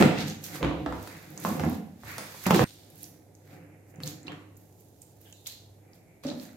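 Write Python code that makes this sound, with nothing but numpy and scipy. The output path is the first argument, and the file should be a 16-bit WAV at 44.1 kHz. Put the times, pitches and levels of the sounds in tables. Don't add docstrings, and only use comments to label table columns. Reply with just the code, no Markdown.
import sys
import numpy as np
from scipy import signal
from scipy.fft import rfft, irfft, next_fast_len
from scipy.io import wavfile

SR = 44100
rng = np.random.default_rng(int(sys.argv[2]) if len(sys.argv) > 2 else 0)


def ratio(d):
    e = np.asarray(d, float) / 20
    return 10 ** e


def int16_out(signal):
    q = np.round(np.clip(np.atleast_2d(signal).T, -1, 1) * 32767)
    wavfile.write(sys.argv[1], SR, q.astype(np.int16))


N = 289296
EDIT_S = 2.644

# f/Hz, level/dB, t60/s
LOW_MODES = [(156, 2, 0.13), (300.8, 1, 0.18), (337.3, -19, 0.041), (431, -9, 0.17), (507.6, -6.5, 0.22),
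             (614, -21, 1), (727.3, -7.5, 0.17), (793, -23, 0.69), (807, -16.5, 0.2)]


def evened(x):
    return x / np.sqrt(np.mean(x ** 2) + 1e-20)


def read(points, hz):
    f, value = np.transpose(points)
    return np.interp(np.log(hz + 1), np.log(f + 1), value)


def add(mix, s, sound):
    part = mix[..., round(s * SR):][..., :sound.shape[-1]]
    part += sound[..., :part.shape[-1]]


def colour(x, gain):
    size = next_fast_len(x.shape[-1])
    spectrum = rfft(x, size) * gain(np.fft.rfftfreq(size, 1 / SR))
    return irfft(spectrum, size)[..., :x.shape[-1]]


def resonate(x, hz, width_hz):
    carrier = np.exp(2j * np.pi * np.cumsum(hz * np.ones(N)) / SR)
    pole = np.exp(-np.pi * width_hz / SR)
    smoothed = signal.lfilter([1 - pole], [1, -pole], x / carrier)
    return 2 * (carrier * smoothed).real


def resonate_twice(x, hz, width_hz):
    return resonate(resonate(x, hz, width_hz), hz, width_hz)


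def pair(left, other):
    # f/Hz, share
    likeness = [(60, 0.77), (180, 0.96), (400, 0.68), (800, 0.54), (1650, 0.024), (5000, .05)]

    def same(hz):
        return np.clip(read(likeness, hz), 0, 1)
    right = colour(left, same) + colour(other, lambda hz: np.sqrt(1 - same(hz) ** 2))
    return np.array([left, right])


def grains(per_s, spread_db, smooth):
    noise = rng.standard_normal((2, N))
    size = ratio(spread_db * np.minimum(rng.exponential(1, N), 4))
    clicks = evened(size * (rng.random(N) < per_s / SR))
    return evened(pair(*(noise * (smooth + clicks))))


def wet_grains():
    return grains(per_s=400, spread_db=3.5, smooth=2.5)


def same_shot(s, t):
    return (s > EDIT_S) == (t > EDIT_S)


def background():
    # f/Hz, level/dB
    air_colour = [(25, -41), (60, -8), (130, -3), (200, -11.5), (300, -9), (550, -13), (850, -19),
                  (1150, -32), (2300, -37.5), (2800, -40.5), (3600, -38.5), (6500, -37), (12800, -34),
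                  (14300, -35.5), (15800, -65)]
    # t/s, rms level/dB
    hum_levels = [(0.0, -53), (1.2, -58), (2.2, -60.5), (3.001, -62.5), (3.6, -56), (4.1, -59.5),
                  (4.5, -53.5), (5.051, -64.5), (5.7, -54.5), (6.05, -66), (6.56, -64)]
    air_db, hum_hz, hum_width_hz = -59, 100, 4
    t = np.arange(N) / SR
    air = colour(pair(*rng.standard_normal((2, N))), lambda hz: ratio(read(air_colour, hz)))
    waver = evened(resonate(rng.standard_normal(N), hum_hz, hum_width_hz))
    hum = np.sin(2 * np.pi * hum_hz * t) + 0.12 * waver
    hum_gain = ratio(np.interp(t, *np.transpose(hum_levels)))
    return ratio(air_db) * evened(air) + hum_gain * evened(hum)


def strokes(rows):
    slope_db = 20
    t, power = np.arange(0, N + 64, 32) / SR, 0
    for s, rise_s, fade_s, db, above_db in rows:
        steps = np.maximum((s - t) / max(rise_s, .002), (t - s) / max(fade_s, .002))
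        layers_db = np.array([[db], [db + above_db]])
        gain = ratio(layers_db - slope_db * np.minimum(steps, 10)) * same_shot(s, t)
        power = power + gain ** 2
    return [np.interp(np.arange(N) / SR, t, np.sqrt(p)) for p in power]


def hands():
    # peak t/s, rise/s, fade/s, dry rustle level/dB, wet smack above it/dB
    rubs = [(0.0, 0.018, .12, -40, 3), (0.208, 0.081, 0.12, -50.5, 13.5), (0.28, 0.027, 0.14, -48, 6),
            (0.45, 0.037, 0.14, -42, -5), (0.56, 0.084, 0.092, -45, -0.5), (0.64, 0.11, 0.069, -92, 0),
            (1.06, 0.4, 0.83, -56, 0), (1.46, 0.08, 0.26, -41.5, -4), (1.75, 0.57, 0.084, -53.5, -1),
            (2.09, .1, .8, -50.5, -0.5), (2.45, 0.28, 0.46, -47, -3.5), (2.466, 0.0071, 0.041, -36, 3.5),
            (2.508, .015, 0.035, -33.5, -3), (2.544, 0.018, .3, -38.5, 4), (2.68, .15, .45, -58.5, 3.5),
            (3.03, 0.12, 0.14, -51.5, -7), (3.352, 0.017, 0.148, -72.5, -19), (3.536, .2, 0.138, -64.5, -1),
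            (3.904, 0.053, .05, -63, -18), (4.038, 0.017, 0.013, -45, -4.5), (4.074, 0.039, 0.11, -44.5, 1),
            (4.27, 0.0098, 0.045, -77, 25), (4.58, 0.054, 0.99, -67, -10), (4.804, .06, 0.174, -65, -12.5),
            (5.02, .012, 0.0395, -55, -14.5), (5.08, 0.61, 0.62, -67.5, -6),
            (5.212, 0.018, .7, -62.5, -8.5), (5.47, .015, 0.078, -43, -2.5),
            (5.52, 0.055, 0.17, -57.5, 4.5), (5.95, 0.046, 0.104, -65.5, -5), (6.24, 0.01, 0.12, -60, 9),
            (6.283, 0.031, 0.1, -71, 27.5), (6.427, 0.11, 0.14, -53, -2)]
    # peak t/s, rise/s, fade/s, plate grinding level/dB,
    # dull squelch above it/dB
    presses = [(0.0, .012, 0.17, -12.5, -15.5), (0.208, 0.17, 0.15, -42, 2), (0.3, .1, 0.14, -45.5, -9),
               (0.55, 0.19, 0.16, -41.5, -5), (0.636, 0.041, 0.17, -28.5, -11),
               (0.82, 0.33, 0.35, -37, -30), (1.15, 0.23, 0.36, -52, 2), (1.46, 0.15, 0.2, -57.5, 8.5),
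               (1.648, 0.33, 0.15, -29.5, -18), (2.09, 0.052, 0.44, -50.5, 8.5),
               (2.208, 0.25, 0.12, -67, 13), (2.466, 0.016, 0.025, -48, 20), (2.508, .012, 0.012, -51, 25),
               (2.6, .1, 0.35, -70, 9), (2.65, 0.021, 0.022, -49, 8), (3.02, 0.9, 1, -55.5, -15),
               (3.536, 0.14, 0.46, -48.5, -10), (3.94, 0.0073, .3, -49.5, -14),
               (4.06, 0.3, 0.73, -54.5, -6.5), (4.3, .06, 0.164, -42.5, -7.5),
               (4.54, 0.17, 0.71, -59.5, -34), (5.03, 0.11, 0.33, -64.5, -19),
               (5.28, 0.23, 0.13, -60.5, -10), (5.9, 0.44, 1, -60.5, -11), (6.245, .012, 0.18, -47.5, -7),
               (6.44, .15, .6, -53.5, -7.5)]
    # f/Hz, level/dB
    rustle_colour = [(1470, -28), (2500, -7), (2880, -10), (4170, -28), (4620, -8), (6500, -6),
                     (9960, -7.5), (13100, -0.5), (16000, -11)]
    squelch_top_hz = 2900

    dry_rub = grains(per_s=500, spread_db=3.5, smooth=1.8)
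    dry_rub = colour(dry_rub, lambda hz: ratio(read(rustle_colour, hz)))
    wet = wet_grains()
    smack = resonate_twice(wet, hz=3800, width_hz=3000)
    squelch = resonate_twice(wet, hz=1900, width_hz=2030)
    squelch = colour(squelch, lambda hz: 1 / (1 + (hz / squelch_top_hz) ** 10))
    grit = grains(per_s=600, spread_db=3, smooth=3)
    grind = sum(ratio(db) * resonate_twice(grit, hz, width_hz=55) for hz, db, _ in LOW_MODES)

    gains = strokes(rubs) + strokes(presses)
    return sum(gain * evened(sound) for gain, sound in zip(gains, (dry_rub, smack, grind, squelch)))


def crack(tilt_db):
    snap_s, rattle_s, rattle_db = 0.00027, 0.0046, -11
    knee_hz, bass_cut_hz = 1007, 250
    shared, *own = rng.standard_normal((3, 1024))
    t = np.arange(1024) / SR - .001
    decay = np.exp(-t / snap_s) + ratio(rattle_db) * np.exp(-t / rattle_s)
    burst = (shared + 0.75 * np.array(own)) * decay * (t > 0)

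    def tone(hz):
        octaves = np.log2(np.maximum(hz, knee_hz) / knee_hz)
        return ratio(tilt_db * octaves) * hz ** 2 / (hz ** 2 + bass_cut_hz ** 2)
    sound = colour(burst, tone)
    return sound / abs(sound).max()


def knocks():
    # t/s, crack level/dB, thump level/dB, thump f/Hz,
    # crack brightness/dB per octave
    blows = [(0.002, -19.5, -6.5, 203, -5.5), (0.01, -9.5, -13.5, 280, -7.5),
             (0.024, -3.5, -20.5, 181, -13), (0.191, -27, -24, 156, -10), (0.255, -36.5, -26, 156, -13.5),
             (0.556, -24.5, -58, 167, -5), (0.609, -35.5, -30, 510, -18), (0.628, -12.5, -23, 533, -12),
             (0.646, -16, -16.5, 295, -12), (0.712, -21, -40, 315, -18), (0.861, -18, -23.5, 277, -14.5),
             (0.924, -23, -32, 504, -14), (1.005, -40, -63, 324, -21.5), (1.027, -34.5, -61, 302, -1),
             (1.073, -28.5, -71.5, 278, -4), (1.374, -41, -53.5, 281, -9), (1.449, -13, -20, 200, -14),
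             (1.504, -26, -23, 243, -10), (1.596, -20, -33.5, 216, -11), (1.636, -15, -17, 184, -13),
             (1.664, -33, -18, 237, -17.5), (1.717, -32.5, -25.5, 221, -24.5), (1.76, -47.5, -31, 216, -11),
             (1.81, -47.5, -37, 194, -18), (2.034, -33.5, -37, 104, -11.5), (2.181, -20.5, -37, 204, -5),
             (2.345, -36, -60, 152, -21.5), (2.465, -13, -14.5, 180, -15), (2.507, -4, -8.5, 184, -11),
             (2.545, -9, -12.5, 351, -6.5), (2.593, -5, -19, 508, -13.5), (2.608, -17.5, -8, 148, -8.5),
             (3.944, -50, -60, 155, 11), (3.984, -47, -33.5, 167, -20), (4.003, -34, -35.5, 290, -6.5),
             (4.034, -52, -29, 155, -16), (4.075, -42, -36.5, 296, -19), (4.25, -62, -38, 296, -18),
             (4.28, -36, -41, 312, -26), (4.319, -27.5, -44, 297, -8), (6.236, -30.5, -45, 542, -6.5),
             (6.249, -37, -28, 573, -9), (6.254, -47, -21.5, 260, -10), (6.288, -32, -28.5, 303, -15),
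             (6.314, -32.5, -30.5, 224, -11.5)]
    ring_db = -18.5
    out, t = np.zeros((3, 2, N)), np.arange(SR // 2) / SR
    hz, db, t60 = np.transpose(LOW_MODES)[:, :, None]
    onset = 1 - np.exp(-t / 0.002)
    for k, (s, crack_db, thump_db, thump_hz, tilt_db) in enumerate(blows):
        thump = np.sin(2 * np.pi * thump_hz * t) * np.exp(-t / 0.0094) * onset
        struck = rng.standard_normal((len(LOW_MODES), 1))
        modes = struck * ratio(db - 60 * t / t60) * np.sin(2 * np.pi * hz * t)
        ring = modes.sum(0) * onset
        low = ratio(thump_db) * (thump + ratio(ring_db) * ring)
        add(out[k % 3], s, ratio(crack_db) * crack(tilt_db))
        add(out[k % 3], s, low * same_shot(s, s + t))
    return out


def booms():
    # t/s, level/dB, f/Hz
    landings = [(0.02, -50, 99), (0.625, -20, 61), (0.7, -26, 67), (0.868, -27, 66), (0.951, -37, 100),
                (1.45, -36, 99), (1.6, -24, 85), (2.039, -44, 100), (2.468, -34, 101), (2.58, -31, 94.4)]
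    out, t = np.zeros(N), np.arange(SR // 2) / SR
    for s, db, hz in landings:
        boom = np.sin(2 * np.pi * hz * t) * np.exp(-t / 0.025) * (1 - np.exp(-t / .02))
        add(out, s, ratio(db) * boom * same_shot(s, s + t))
    return out


def closing_pockets(rows, cycles):
    out = np.zeros((2, N))
    for s, db, hz, pan_db in rows:
        delay = rng.uniform(0, 0.00049, (2, 1))
        t = np.maximum(np.arange(400) / SR - delay, 0)
        turns = hz * t * (1 + 0.0031 * hz * t)
        body = np.sin(2 * np.pi * turns) * np.exp(-hz * t / cycles) * (1 - np.exp(-hz * t / 0.37))
        snap = rng.standard_normal((2, 400)) * np.exp(-t / 0.003)
        snap = .5 * colour(snap, lambda f: np.exp(-(np.log((f + 1) / hz) / 0.36) ** 2))
        sides_db = db + np.array([[.5], [-.5]]) * pan_db
        add(out, s, ratio(sides_db) * (body + snap))
    return out


def ticks():
    # t/s, level/dB, starting f/Hz, left minus right/dB
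    releases = [(0.177, -26.5, 2700, -6.5), (0.2114, -26, 3600, 7), (0.2815, -33.5, 6640, -6.5),
                (0.2992, -28, 6200, 3.5), (0.4417, -28, 5810, 6), (0.5478, -33, 8510, -3.5),
                (1.0266, -35.5, 14150, -8), (1.3035, -38, 12300, 12.5), (1.3762, -26.5, 6450, -0.5),
                (1.3996, -30, 11700, -3), (1.6963, -29.5, 12840, -2.5), (2.4389, -30, 12700, -10.5),
                (2.4585, -26, 2630, -11), (2.5134, -27, 2463, -11), (2.6184, -29, 2750, -9.5),
                (2.9013, -38.5, 12100, 7), (2.9567, -38, 13000, 1), (2.9795, -42.5, 11380, -9),
                (3.0311, -24.5, 11740, -2.5), (3.0415, -30.5, 5780, -2.5), (3.3514, -42.5, 6250, -1),
                (3.9594, -47.5, 6800, -2), (4.0028, -40, 2570, -8), (4.0592, -37, 5400, -10),
                (4.076, -24.5, 6420, -4), (4.573, -41.5, 12300, -3.5), (4.8068, -48.5, 12600, -12.5),
                (5.0184, -36, 8130, -4.5), (5.214, -41.5, 13280, -1.5), (5.3256, -37, 7200, -7.5),
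                (5.328, -37.5, 3080, 0), (5.4604, -40, 3400, 22), (5.4683, -24.5, 4140, -4),
                (5.473, -22, 6620, 0), (5.9331, -44.5, 4900, 1), (6.2679, -35, 5450, -13),
                (6.2832, -41, 3910, -8.5), (6.3008, -31.5, 3970, 14), (6.3983, -32.5, 4240, -2),
                (6.4532, -42.5, 6240, -1)]
    return closing_pockets(releases, cycles=3.2)


def ping():
    s, hz, db, t60 = 2.648, 8650, -60, .9
    since = np.arange(N) / SR - s
    partial = evened(resonate(rng.standard_normal((2, N)), hz, width_hz=40.))
    return ratio(db - 60 * np.maximum(since, 0) / t60) * (since > 0) * partial


def squishes():
    # t/s, time to fade by 20 dB/s, level/dB, pocket f/Hz
    squeezes = [(3.55, 0.25, -68, 2200), (3.72, 0.08, -65, 2170), (4.282, .2, -48.5, 1096),
                (4.285, .1, -46, 3140), (5.246, 0.15, -63.5, 1690), (5.247, 0.14, -58, 3100),
                (5.33, 0.22, -59, 3800), (5.475, 0.17, -46.5, 4090), (5.8, 0.8, -68, 2210),
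                (6.07, 0.28, -69, 2180), (6.29, 0.099, -52, 4060)]
    width_share, rise_share = .2, .08
    wet, t = wet_grains(), np.arange(N) / SR
    out = np.zeros((2, N))
    for s, fade_s, db, hz in squeezes:
        since = np.maximum(t - s, 0)
        gain = ratio(db - 20 * since / fade_s) * (1 - np.exp(-since / (rise_share * fade_s)))
        out += gain * evened(resonate_twice(wet, hz, width_share * hz))
    return out


def drips():
    # t/s, level/dB, starting f/Hz, left minus right/dB
    drops = [(4.0347, -25.5, 4120, 3), (4.2309, -46, 7200, 6), (4.2694, -37.5, 3840, -2),
             (4.2805, -36, 4060, 7), (4.2811, -30, 2680, -6.5), (4.346, -48, 2920, -3),
             (4.568, -48.5, 6750, 6)]
    return closing_pockets(drops, cycles=8.3)


def room(x):
    # f/Hz, t60/s
    decay_times = [(60, 0.5), (160, 0.73), (420, 0.67), (1100, 0.5), (2910, 0.77), (7680, 0.52)]
    taps = np.zeros((2, SR))
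    at = np.arange(200, SR - 20, 20) + rng.integers(0, 20, (2, (SR - 201) // 20))
    np.put_along_axis(taps, at, rng.choice([-1., 1.], at.shape), 1)
    hz, t, bands = signal.stft(taps, SR, nperseg=512)
    decay = ratio(-60 * t / read(decay_times, hz)[:, None])
    tail = pair(*signal.istft(bands * decay, SR, nperseg=512)[1])
    tail /= np.linalg.norm(tail[0])
    return signal.fftconvolve(np.atleast_2d(x), tail, axes=1)[:, :N]


def shot(sound, paths, start_s, end_s):
    room_db, fade_s = 2.5, 0.00067
    t = np.arange(N) / SR
    inside = (t >= start_s) & (t < end_s)
    echoes = sum(room(path * inside) for path in paths)
    fade = np.clip(np.minimum(end_s - t, t - start_s) / fade_s, 0, 1)
    return (sound * inside + ratio(room_db) * echoes) * fade


def scene():
    plate, floor, small, water = knocks(), booms(), ticks(), drips()
    near = plate.sum(0) + floor + small + water + hands() + squishes() + ping()
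    small_path = floor + (ratio(-4) * small + ratio(-11) * water).mean(0)
    paths = [*plate.mean(1), small_path]
    first = shot(near, paths, -N / SR, EDIT_S)
    second = shot(near, paths, EDIT_S, 2 * N / SR)
    return first + second + background()


def band_limit(x):
    return signal.sosfilt(signal.butter(12, 16460, fs=SR, output="sos"), x)


def record(dry):
    # f/Hz, left minus right/dB
    balance = [(100, -1), (250, -1), (500, -4.8), (1000, -1.7), (4000, -.7), (8000, -5.7), (13000, -7.5)]
    bass_cut_hz, top_hz = 40, 15900
    peak_hz, peak_width_hz, peak_db = 6800, 990, 3.52
    side = np.array([[.5], [-.5]])

    def microphones(hz):
        cavity_db = peak_db * np.exp(-((hz - peak_hz) / peak_width_hz) ** 2)
        bass_cut = hz ** 3 / (hz ** 3 + bass_cut_hz ** 3)
        return ratio(cavity_db + side * read(balance, hz)) * bass_cut * (hz < top_hz)
    mix = colour(dry, microphones)
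    return band_limit(mix)


dry = scene()
out = record(dry)
int16_out(out)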